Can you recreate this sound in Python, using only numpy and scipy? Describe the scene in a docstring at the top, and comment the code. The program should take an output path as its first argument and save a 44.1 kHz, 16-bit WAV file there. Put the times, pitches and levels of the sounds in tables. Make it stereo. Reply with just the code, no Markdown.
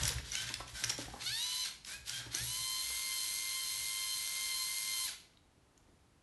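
"""Grinding arm strokes, plastic clicks and a booming table top open the scene, in which a small plastic
robot on a wooden table turns and flips a puzzle cube. A geared turntable motor then runs twice, first briefly
and then long: harmonics of its tooth rate and of its shaft rate sound over filtered grinding noise.
Clicks, knocks and rattles are decaying modes of plastic bodies, table booms are narrow noise bands under
jolt envelopes, and a quiet living room adds a diffuse echo and faint air noise."""
import sys
import numpy as np
from scipy import signal
from scipy.fft import rfft, irfft
from scipy.io import wavfile
from scipy.ndimage import uniform_filter1d

SR = 44100
rng = np.random.default_rng(int(sys.argv[2]) if len(sys.argv) > 2 else 0)


def inscribe(sig):
    """Save sig as 16-bit PCM at rate SR to the path in sys.argv[1].

    A 1-D sig is mono; a 2-D sig holds one channel per row.
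    Samples are clipped to [-1, 1] before scaling.
    """
    pcm = np.round(np.clip(np.atleast_2d(sig).T, -1, 1) * 32767)
    wavfile.write(sys.argv[1], SR, pcm.astype(np.int16))


N = 274302
T = np.arange(N) / SR  # time in s

# Spectrum of the room air. Each row: frequency in Hz, relative level in dB.
ROOM_AIR = [(15, -34), (25, -4), (63, -1), (200, -8.5), (234, -9), (280, -8.5), (362, -10.5), (560, -17.5),
            (653, -15.5), (802, -16), (1450, -20.5), (1600, -22), (11600, -31.5), (15100, -67),
            (22000, -120)]
ROOM_AIR_DB = -68
# Echo: time to lose 60 dB, and level against the sound that feeds it.
ROOM_T60_S, ROOM_DB = 0.54, -6.5
TOP_HZ = 11690  # upper edge of the microphone

# Low and high mode of the table top. Each row: frequency in Hz, bandwidth in Hz.
TABLE_MODES = [(59, 20), (118, 16)]
# Jolts of the frame on the table. Each row: time in s, level of the low mode in dB, of the high mode in dB.
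JOLTS = [(0.0, -36, -35), (0.045, -39, -36), (0.16, -40.5, -45.5), (0.29, -49, -55), (0.43, -60, -49.5),
         (0.59, -51, -53), (0.74, -53.5, -63), (0.86, -55.5, -52), (0.92, -64, -52), (0.99, -59, -48.5),
         (1.08, -52, -58.5), (1.2, -68, -58), (1.31, -66, -58.5), (2.01, -60, -63), (2.15, -68, -56),
         (2.28, -59, -55), (2.421, -57, -47), (2.57, -62, -57.5), (2.88, -58.5, -75), (3.81, -61.5, -65),
         (4.07, -64, -76)]
JOLT_RISE_DB_S, JOLT_FALL_DB_S = 237, 109
# Faint steady shaking: level of the low mode in dB, of the high mode in dB.
TREMBLE_DB = (-71, -77)
TREMBLE_ENDS_S, TREMBLE_FADE_DB_S = 4.46, 16
# Lowest ring of the frame: frequency in Hz, level in dB.
FRAME_MODE = (168.6, 8.5)
# Loose parts: mean ticks per s, level in dB at 0 dB of shaking, dB gained per dB of shaking.
RATTLE_PER_S, RATTLE_DB, RATTLE_SLOPE = 160., -24, 0.69

# The cube drops and rocks in its cradle. 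Each row: time in s, peak in dB, frequency of the blow's
# own extra ring in Hz, its level in dB, brightness in dB per octave.
KNOCKS = [(0.099, -42, 1440, -8, -2), (0.189, -50, 363, 17, -8), (0.321, -51, 1370, 5, 8),
          (0.498, -42.5, 1450, 5, 0.5), (0.601, -36, 1260, 3, 26), (0.821, -48, 312, 5, -2),
          (0.899, -39.5, 1284, -2, 6), (0.984, -35.5, 307, -20, -5), (1.077, -41, 798, 18, 2),
          (1.134, -37.5, 750, 16, -3), (1.155, -44, 797, 12, -2), (2.259, -47, 300, -3, -2),
          (2.34, -44, 1550, 9, 0.5), (2.899, -47.5, 1300, 9, 5), (5.883, -58.5, 330, 10, -14)]
# Modes of the cradle. Each row: frequency in Hz, relative level in dB.
CRADLE_MODES = [(240, -11.5), (310, 2.5), (420, 0), (560, 4.5), (760, -10.5), (960, 7.5), (1200, -1),
                (1450, -19)]
# Plastic striking plastic. Each row: time in s, peak in dB, frequency of the blow's own extra ring in Hz,
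# its level in dB, brightness in dB per octave.
CLICKS = [(0.0324, -23, 5800, -2.5, 5), (0.053, -23, 6800, -2, 3), (0.0644, -27, 5280, -4, 10),
          (0.0775, -18.5, 6200, -13, 22), (0.09, -22, 5270, 7, 3), (0.1202, -32, 5170, 0, 0),
          (0.1825, -35.5, 2030, -7, -9), (0.3182, -28.5, 3840, -9, 11), (0.3522, -19.5, 3050, -1, -3.5),
          (0.419, -31, 3150, -1.5, 7), (0.4754, -38, 1600, -2.5, -4), (0.4898, -30.5, 4497, -4, -17),
          (0.5397, -21.5, 4000, -12, -2), (0.6778, -40.5, 3300, 0, -2), (0.838, -18, 2940, -3, 0),
          (0.8436, -20, 6040, 8, 9), (0.8946, -24, 5730, -0.5, 10), (0.8985, -21, 5330, 2, 1),
          (0.9015, -19.5, 5300, 1, -2), (0.9205, -34.5, 1952, 6, -16), (0.9791, -33, 1780, -10, 3),
          (1.0136, -37, 3130, 2, -10), (1.8473, -36, 4470, 9, 6), (1.8696, -42, 4600, 3, 3),
          (1.8871, -41, 6050, 1, 5), (2.094, -25, 4720, 5, 7), (2.3479, -19.5, 6360, 25, 32.5),
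          (5.2008, -50, 3100, 2, -4), (5.3345, -60, 4300, 0, -5), (5.3714, -51, 3780, 6, -15),
          (5.776, -53.5, 6700, 21, 13)]
# Modes of the plastic parts. Each row: frequency in Hz, relative level in dB.
PLASTIC_MODES = [(1800, -21), (2300, -15.5), (2800, -7), (3500, -2), (4300, 0), (5000, -14), (5700, 8),
                 (6500, 0), (7600, -5.5), (9000, -4), (10500, -15)]
PLASTIC_CYCLES, CRADLE_CYCLES = 32, 13  # cycles until a ring has lost 60 dB
CLICK_CHATTER_S, KNOCK_CHATTER_S = 0.0012, 0.0042  # decay constants of the contact

# Arm motor strokes and nudges. Each row: start in s, hold in s, grind level in dB, its slope in dB per s,
# treble in dB and body in dB against the middle of the grind.
ARM_STROKES = [(-0.05, 0.094, -48.5, -2, 1.5, 3), (0.018, 0.1, -45, -40, 4.5, -1.5),
               (0.11, 0.08, -54, -10, -10, -1.5), (0.21, 0.12, -53, 0, -6, -10),
               (0.287, 0.15, -45, -10, -3.5, -13), (0.425, 0.09, -47, -17, -5, -8.5),
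               (0.551, 0.05, -57, 0, 1.5, 3.5), (0.633, 0.068, -58, 5, -2.5, -7),
               (0.711, 0.13, -51.5, -2, 1.5, -4), (0.836, 0.074, -52, -22, 4, 0.5),
               (0.951, 0.066, -49.5, 2, -2, -7.5), (1.045, 0.16, -63, -10, 2, 0),
               (1.83, 0.11, -52, -10, 2.5, -5.5), (2.031, 0.16, -49.5, 9.5, -1, -12.5),
               (2.199, 0.075, -57, -52, -4, 0)]
# The arm motor sings under load. Each row: start in s, duration in s, initial tooth rate in Hz,
# tooth rate approached in Hz, levels in dB of five tooth-rate multiples.
ARM_WHINE = [(-0.01, 0.1, 692, 771.5, -57, -72, -57, -57, -66),
             (0.323, 0.087, 688, 822, -53.5, -52, -45.5, -51, -52),
             (0.423, 0.063, 795, 798, -55, -62, -66, -68, -66),
             (0.742, 0.04, 791, 731.3, -55, -61, -60, -66, -55),
             (1.886, 0.067, 724.3, 866, -55, -52, -71, -58, -72),
             (2.085, 0.05, 699, 806, -54, -61, -60, -66, -73),
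             (2.128, 0.045, 788, 805.5, -51, -65, -46, -58, -58),
             (2.188, 0.061, 805, 805, -57.5, -74, -62, -68, -61)]
# The five multiples of the arm's tooth rate.
ARM_MULTIPLE = [2, 3, 4, 5, 7]
# Grind filter of the arm. Each row: frequency in Hz, relative level in dB.
ARM_CASE = [(120, -18), (200, -8.5), (454, -19), (660, -12.5), (1080, -12.5), (1580, -2.5), (1810, -2),
            (2370, -5), (2720, -6), (3230, 0), (3640, 0.5), (5570, -5), (7700, -12.5), (11200, -17.5),
            (11800, -13.5), (15300, -53), (22000, -120)]
ARM_ATTACK_S, ARM_RELEASE_DB_S = 0.047, 279
WHINE_ATTACK_S, WHINE_RELEASE_DB_S = 0.0055, 500
ARM_SPIN_S = 0.055  # time constant with which the rate nears its goal

TEETH = 10  # pinion teeth per shaft turn
# Turntable motor, one list a run. Each row: time in s, tooth rate in Hz, grind in dB before a fixed trim,
# treble in dB against the middle of the grind, whine in dB added to the tooth-rate multiples.
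TURNTABLE = [
    [(1.19, 571.6, -67, -6, -25), (1.215, 588, -46.5, -19, -15), (1.25, 671, -51, 3, -14),
     (1.266, 731, -48.5, -2, 0.5), (1.296, 751, -45, -4, -3), (1.328, 855, -52.5, 3, 0.5),
     (1.36, 902, -47.5, 1, 0.5), (1.4, 952, -47, 1.5, 1), (1.464, 992, -47, -2.5, 0.5),
     (1.53, 1004, -46.5, -0.5, 0), (1.6, 1012, -47.5, 0, 0.5), (1.642, 1010, -48, -2.5, 2),
     (1.655, 933, -42, -9, -14), (1.685, 735, -50, -6, -16), (1.76, 690, -69, -7, -40)],
    [(2.31, 724, -57.5, -10, -23), (2.348, 738, -46, -2, -9), (2.372, 768, -46.5, 1, -6),
     (2.392, 833, -45.5, -1, -2), (2.42, 900.2, -50, 3, -3), (2.44, 934, -50, 6, -9),
     (2.47, 970, -50, 6, -1), (2.53, 1010, -48.5, 5, 2), (2.63, 1038, -49.5, 6.5, 1.5),
     (2.8, 1042, -48, 5, 2), (3.0, 1046, -48, 5, -0.5), (4.0, 1046, -48.5, 5, 0.5),
     (5.06, 1046, -48, 5.5, 1), (5.072, 1013, -48, 1, -5), (5.092, 765, -48, -1, 0),
     (5.11, 752, -54, -6, -30), (5.16, 700, -60.5, -5, -41)],
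]
# Grind filter of the turntable. Each row: frequency in Hz, relative level in dB.
TURNTABLE_CASE = [(120, -42), (200, -30), (867, -26), (1050, -18), (1220, -26), (1330, -17), (1930, -16),
                  (2040, -6.5), (2630, -9), (3070, -3), (3400, -2.5), (4170, 1.5), (5380, -3), (6380, -5.5),
                  (11800, -10), (15300, -29), (22000, -120)]
# Resonant humps of that filter. Each row: centre in Hz, width in Hz, height in dB.
TURNTABLE_RINGS = [(4270, 110, 6), (6380, 1000, 6.5), (7360, 68, 7), (8470, 500, 10), (10030, 1900, 7.5),
                   (11300, 650, 13)]
# Body of the grind in dB against its middle, one value a run, before it yields to the whine.
TURNTABLE_BODY_DB = [-10, -10.5]
BODY_RISE = 0.34  # dB of body gained for each dB that the whine sinks
# Relative levels in dB of tooth-rate multiples 1 to 6, one list a run.
TOOTH_DB = [
    [-55.5, -51.5, -47, -46, -46.5, -44],
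    [-57.5, -50.5, -49.5, -52.5, -53.5, -55.5],
]
UPPER_DB, UPPER_EDGE_HZ = -9, 6300  # multiples 7 to 9 against the sixth, and the edge above which they fade
# The case favours some pitches of the whine. Each row: frequency in Hz, gain in dB.
WHINE_CASE = [(700, -10), (900, -7), (1000, -0.5), (1450, 5.5), (1850, 3), (1990, -21), (2090, 1.5),
              (2300, -3), (2550, 1), (2720, -13), (2900, 2), (3130, -1), (3600, 6), (4000, 5), (4350, 8),
              (4800, -5), (5300, -7), (5700, -3), (6050, -3), (6300, -2)]
# Shaft-rate multiples sounded by uneven pinion teeth.
SHAFT_MULTIPLE = [1, 3, 5, 6, 7, 9, 11, 13, 15, 16, 17, 18, 19, 21, 23, 29, 31, 35, 39, 41, 43, 44, 61]
# Their levels in dB against the grind column, before a fixed trim, one list a run.
SHAFT_DB = [
    [-32, -32, -35, -29, -35, -25, -26, -26, -27, -26, -21, -13.5, -26, -13, -27, -10, -19, -26, -24, -21,
     -15, -8, -4],
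    [-34, -26, -29, -24, -27, -17.5, -24.5, -20.5, -23, -16, -20, -18, -41, -16, -16, -13, -14, -31, -11,
     -21, -29, -22, -3.5],
]
# Slow swells of tooth-rate multiples 1 to 6. Each row: swing in dB, lead in periods.
SWELL = [(3, 0.11), (1.5, 0.35), (4, 0.17), (3.5, 0.072), (6, 0.1), (0, 0.1)]
SWELL_LEAN = 0.25  # swells build slowly and drop fast
# Speed sag: period, first corner, share of the speed, narrowing of the dip.
QUARTER_S, CORNER_S, SAG, SAG_PINCH = 0.462, 2.765, 0.0045, 0.3
JUDDER_S = 0.000004  # share of speed jitter added for each Hz per s of speed change


def undb(db):
    """Amplitude ratio is ten to the power of decibels over twenty."""
    return 10 ** (np.asarray(db) / 20)


def unit(x):
    """Normalization: division by the root mean square gives rms 1."""
    return x / np.sqrt(np.mean(x ** 2))


def butter(x, order, edge_hz, kind):
    """Causal Butterworth filter with a maximally flat passband."""
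    return signal.sosfilt(signal.butter(order, edge_hz, kind, fs=SR, output="sos"), x)


def colour(x, points, rings=()):
    """Linear filtering multiplies the spectrum by a log-frequency curve with resonant humps."""
    hz = np.maximum(np.arange(N // 2 + 1) * SR / N, 1)
    point_hz, point_db = np.transpose(points)
    shape_db = np.interp(np.log(hz), np.log(point_hz), point_db)
    for centre, width, height_db in rings:
        shape_db = shape_db + height_db / (1 + (2 * (hz - centre) / width) ** 2)
    return irfft(rfft(x) * undb(shape_db), N)


def band(x, lo_hz, hi_hz):
    """Fourth-order band-pass: only components between two edges pass."""
    return butter(x, 2, [lo_hz, min(hi_hz, .45 * SR)], "band")


def walk(rate):
    """Smoothed random fluctuation: normal levels, rate per s, joined by slopes; spread near 0.8."""
    k = max(int(SR / rate), 1)
    return uniform_filter1d(np.repeat(rng.standard_normal(N // k + 1), k), k)[:N]


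def read(table):
    """Linear interpolation of the columns, with a gate open while the table lasts."""
    s, *columns = np.transpose(table)
    start = s[0] if s[0] > 0 else -1
    edge_s = np.minimum(T - start, s[-1] - T)
    gate = np.sqrt(np.clip(edge_s / 0.013 + .5, 0, 1))
    return [np.interp(T, s, c) for c in columns], gate


def room_air():
    """Broadband background: shaped noise whose level drifts slightly."""
    return undb(ROOM_AIR_DB + .8 * walk(6.)) * unit(colour(rng.standard_normal(N), ROOM_AIR))


def room(x):
    """Diffuse reverberation: convolution with decaying noise whose treble decays faster."""
    t = np.arange(SR // 2) / SR
    noise = rng.standard_normal(len(t)) * np.clip(t / 0.013, 0, 1)
    soft = uniform_filter1d(noise, size=5)
    treble = noise - soft
    tail = soft * 1000. ** (-t / ROOM_T60_S) + treble * 1000. ** (-t / (0.74 * ROOM_T60_S))
    return undb(ROOM_DB) * signal.fftconvolve(x, tail / np.linalg.norm(tail))[:N]


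def shake():
    """Damped excitation: table-mode levels in dB rise fast at each jolt and decay to a faint tremble."""
    s, *modes_db = np.transpose(JOLTS)
    age = T[::64] - s[:, None]  # every 64th sample suffices for an envelope
    shape_db = -np.maximum(JOLT_FALL_DB_S * age, -JOLT_RISE_DB_S * age)
    late_db = TREMBLE_FADE_DB_S * np.maximum(T - TREMBLE_ENDS_S, 0)
    levels = []
    for db, rest_db in zip(modes_db, TREMBLE_DB):
        jolt_db = np.repeat(np.max(db[:, None] + shape_db, axis=0), 64)[:N]
        levels.append(np.maximum(jolt_db, rest_db - late_db))
    return levels


def table_top():
    """Modal resonance: two narrow noise bands stand for table modes under the jolt envelopes."""
    boom = 0
    for db, (hz, width) in zip(shake(), TABLE_MODES):
        boom = boom + undb(db) * unit(band(rng.standard_normal(N), hz - width / 2, hz + width / 2))
    return boom


def rattle():
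    """Random impacts: loose parts ring frame and cradle, their level following the high table mode."""
    shake_db = shake()[1]
    chance, height = rng.random((N, 2)).T
    ticks = (chance < RATTLE_PER_S / SR) * undb(-2.2 * np.log(height + 1e-9))
    t = np.arange(SR // 10) / SR
    ring = sum(undb(db) * np.sin(2 * np.pi * hz * t) * 1000. ** (-t * hz / CRADLE_CYCLES)
               for hz, db in [FRAME_MODE] + CRADLE_MODES)
    return undb(RATTLE_DB + RATTLE_SLOPE * shake_db) * unit(signal.fftconvolve(ticks, ring)[:N])


def strike(events, modes, cycles, scatter_db, chatter_s):
    """Modal impact: a brief noisy contact excites damped modes; each blow tilts them by its own brightness."""
    out, t = np.zeros(N + SR), np.arange(SR // 10) / SR
    for s, peak_db, own_hz, own_db, bright_db in events:
        ring = 0
        for hz, db in list(modes) + [(own_hz, own_db)]:
            level_chance, pitch_chance = rng.standard_normal(2)
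            tilt_db = bright_db * np.log2(hz / modes[3][0])  # pivots on the fourth mode
            tone = np.sin(2 * np.pi * hz * (1 + 0.062 * pitch_chance) * t)
            ring = ring + undb(db + scatter_db * level_chance + tilt_db) * tone * 1000. ** (-t * hz / cycles)
        contact = rng.standard_normal(len(t)) * t * np.exp(-t / chatter_s)
        blow = signal.fftconvolve(ring, contact)[:len(t)]
        # small parts radiate little below their lowest mode
        blow = butter(blow, 4, 0.93 * modes[0][0], "high")
        i = int(s * SR)
        out[i:i + len(t)] += undb(peak_db) * blow / np.abs(blow).max()
    return out[:N]


def knocks():
    """Impact on the cradle: the cube excites low, heavily damped modes."""
    return strike(KNOCKS, CRADLE_MODES, CRADLE_CYCLES, 3.3, KNOCK_CHATTER_S)


def clicks():
    """Impact of plastic on plastic: a short contact excites high modes."""
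    return strike(CLICKS, PLASTIC_MODES, PLASTIC_CYCLES, 3.2, CLICK_CHATTER_S)


def grind(shaft, case, rings, lo_hz, hi_hz, treble_db, body_db, beat, grit_db):
    """Scraping friction: gritty noise, modulated once a shaft turn, is filtered by the case."""
    grit = rng.standard_normal(N) * undb(grit_db * walk(1500.)) * (1 + beat * np.cos(shaft))
    hiss = colour(grit, case, rings)
    hiss = hiss / np.std(band(hiss, lo_hz, hi_hz))
    # zero-phase filters split off treble and body, which are set anew
    treble = signal.sosfiltfilt(signal.butter(2, 7000, "high", fs=SR, output="sos"), hiss)
    body = signal.sosfiltfilt(signal.butter(2, 1900, "low", fs=SR, output="sos"), hiss)
    middle = hiss - treble - body
    return middle + unit(treble) * undb(treble_db) + unit(body) * undb(body_db)


def stroke(start, db, slope, attack_s, hold, release_db_s):
    """Envelope: the gain of the loudest of several strokes that swell, hold and decay exponentially."""
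    age = T - start[:, None]
    fade_db = release_db_s * np.maximum(age - hold[:, None], 0)
    attack = np.clip(age / attack_s, 0, 1) ** 2
    return np.max(attack * undb(db[:, None] + slope[:, None] * age - fade_db), axis=0)


def arm():
    """Gear meshing under short loads: a wavering harmonic whine half buried in grind."""
    start, hold, grind_db, slope, treble_db, body_db = np.transpose(ARM_STROKES)
    sings, lasts, from_hz, to_hz, *line_db = np.transpose(ARM_WHINE)
    now = np.searchsorted(sings, T) - 1  # the latest whine sets the rate
    hz = to_hz[now] + (from_hz - to_hz)[now] * np.exp(-(T - sings[now]) / ARM_SPIN_S)
    shaft = 2 * np.pi * np.cumsum(hz * (1 + 0.01735 * walk(150.))) / TEETH / SR
    whine = 0
    for k, db in zip(ARM_MULTIPLE, line_db):
        gain = stroke(sings, db, 0 * db, WHINE_ATTACK_S, lasts, WHINE_RELEASE_DB_S)
        whine = whine + gain * undb(4.45 * walk(90.)) * np.sin(k * TEETH * shaft)
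    latest = np.searchsorted(start, T) - 1
    treble = uniform_filter1d(treble_db[latest], size=800)
    body = uniform_filter1d(body_db[latest], size=800)
    hiss = grind(shaft, ARM_CASE, (), 1300, 6800, treble, body, 0.057, 2.1)
    # every tooth kicks the scrape, which makes it buzz
    buzz = 1 + 0.43 * np.cos(TEETH * shaft)
    return whine + stroke(start, grind_db, slope, ARM_ATTACK_S, hold, ARM_RELEASE_DB_S) * hiss * buzz


def lean(angle):
    """Phase distortion: a cosine skewed to rise slowly and drop fast."""
    return np.cos(angle + SWELL_LEAN * (1 - np.cos(angle)))


def turntable():
    """Gear meshing: tooth-rate harmonics, shaft-rate side tones and grind share one shaft phase."""
    tones, noise = 0, 0
    corner = 2 * np.pi * (T - CORNER_S) / QUARTER_S
    loaded = np.clip((T - CORNER_S) / QUARTER_S + 1, 0, 1)
    case_hz, case_db = np.transpose(WHINE_CASE)
    for run, body_db, tooth_db, uneven_db in zip(TURNTABLE, TURNTABLE_BODY_DB, TOOTH_DB, SHAFT_DB):
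        (hz, grind_db, treble_db, whine_db), gate = read(run)
        jitter = 0.002 + JUDDER_S * np.abs(np.gradient(hz)) * SR
        hz = hz * (1 - SAG * loaded * (np.cos(corner) + SAG_PINCH * np.cos(2 * corner)))
        shaft = 2 * np.pi * np.cumsum(hz * (1 + jitter * walk(60.))) / TEETH / SR
        whine = 0
        for k, (db, (swing_db, lead)) in enumerate(zip(tooth_db, SWELL), 1):
            swell_db = swing_db * loaded * lean(corner + 2 * np.pi * lead)
            line_db = db + whine_db + np.interp(k * hz, case_hz, case_db) + swell_db
            whine = whine + undb(line_db + 2.3 * walk(40.)) * np.sin(k * TEETH * shaft)
        for k in (7, 8, 9):  # levels follow the sixth multiple, the last of the loop above
            upper = undb(line_db + UPPER_DB) / (1 + (k * hz / UPPER_EDGE_HZ) ** 12)
            whine = whine + upper * np.sin(k * TEETH * shaft)
        # uneven teeth repeat once a shaft turn
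        side = sum(undb(db + 2.4 * walk(12.)) * np.sin(k * shaft + k * k)
                   for k, db in zip(SHAFT_MULTIPLE, uneven_db))
        treble = treble_db + 0.75 * walk(12.)
        body = body_db - BODY_RISE * whine_db + 1.2 * walk(12.)
        hiss = grind(shaft, TURNTABLE_CASE, TURNTABLE_RINGS, 4400, 5730, treble, body, 0.16, 1.63)
        tones = tones + gate * (whine + undb(grind_db - 2.5) * side)
        noise = noise + gate * undb(grind_db - 1.67) * hiss
    return tones, noise


def scene():
    """Superposition of all sources, alike in two channels; the motor tones feed the echo weakly."""
    tones, hiss = turntable()
    clatter = hiss + arm() + clicks() + knocks() + rattle()
    echo = room(clatter + 0.3 * tones)
    return np.tile(tones + clatter + echo + table_top() + room_air(), (2, 1))


def record(dry):
    """Band limitation: the phone microphone drops the deepest bass and cuts the top steeply."""
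    dry = butter(dry, 2, 30, "high")
    return signal.sosfilt(signal.ellip(16, .3, 80, TOP_HZ, fs=SR, output="sos"), dry)


dry = scene()
out = record(dry)
inscribe(out)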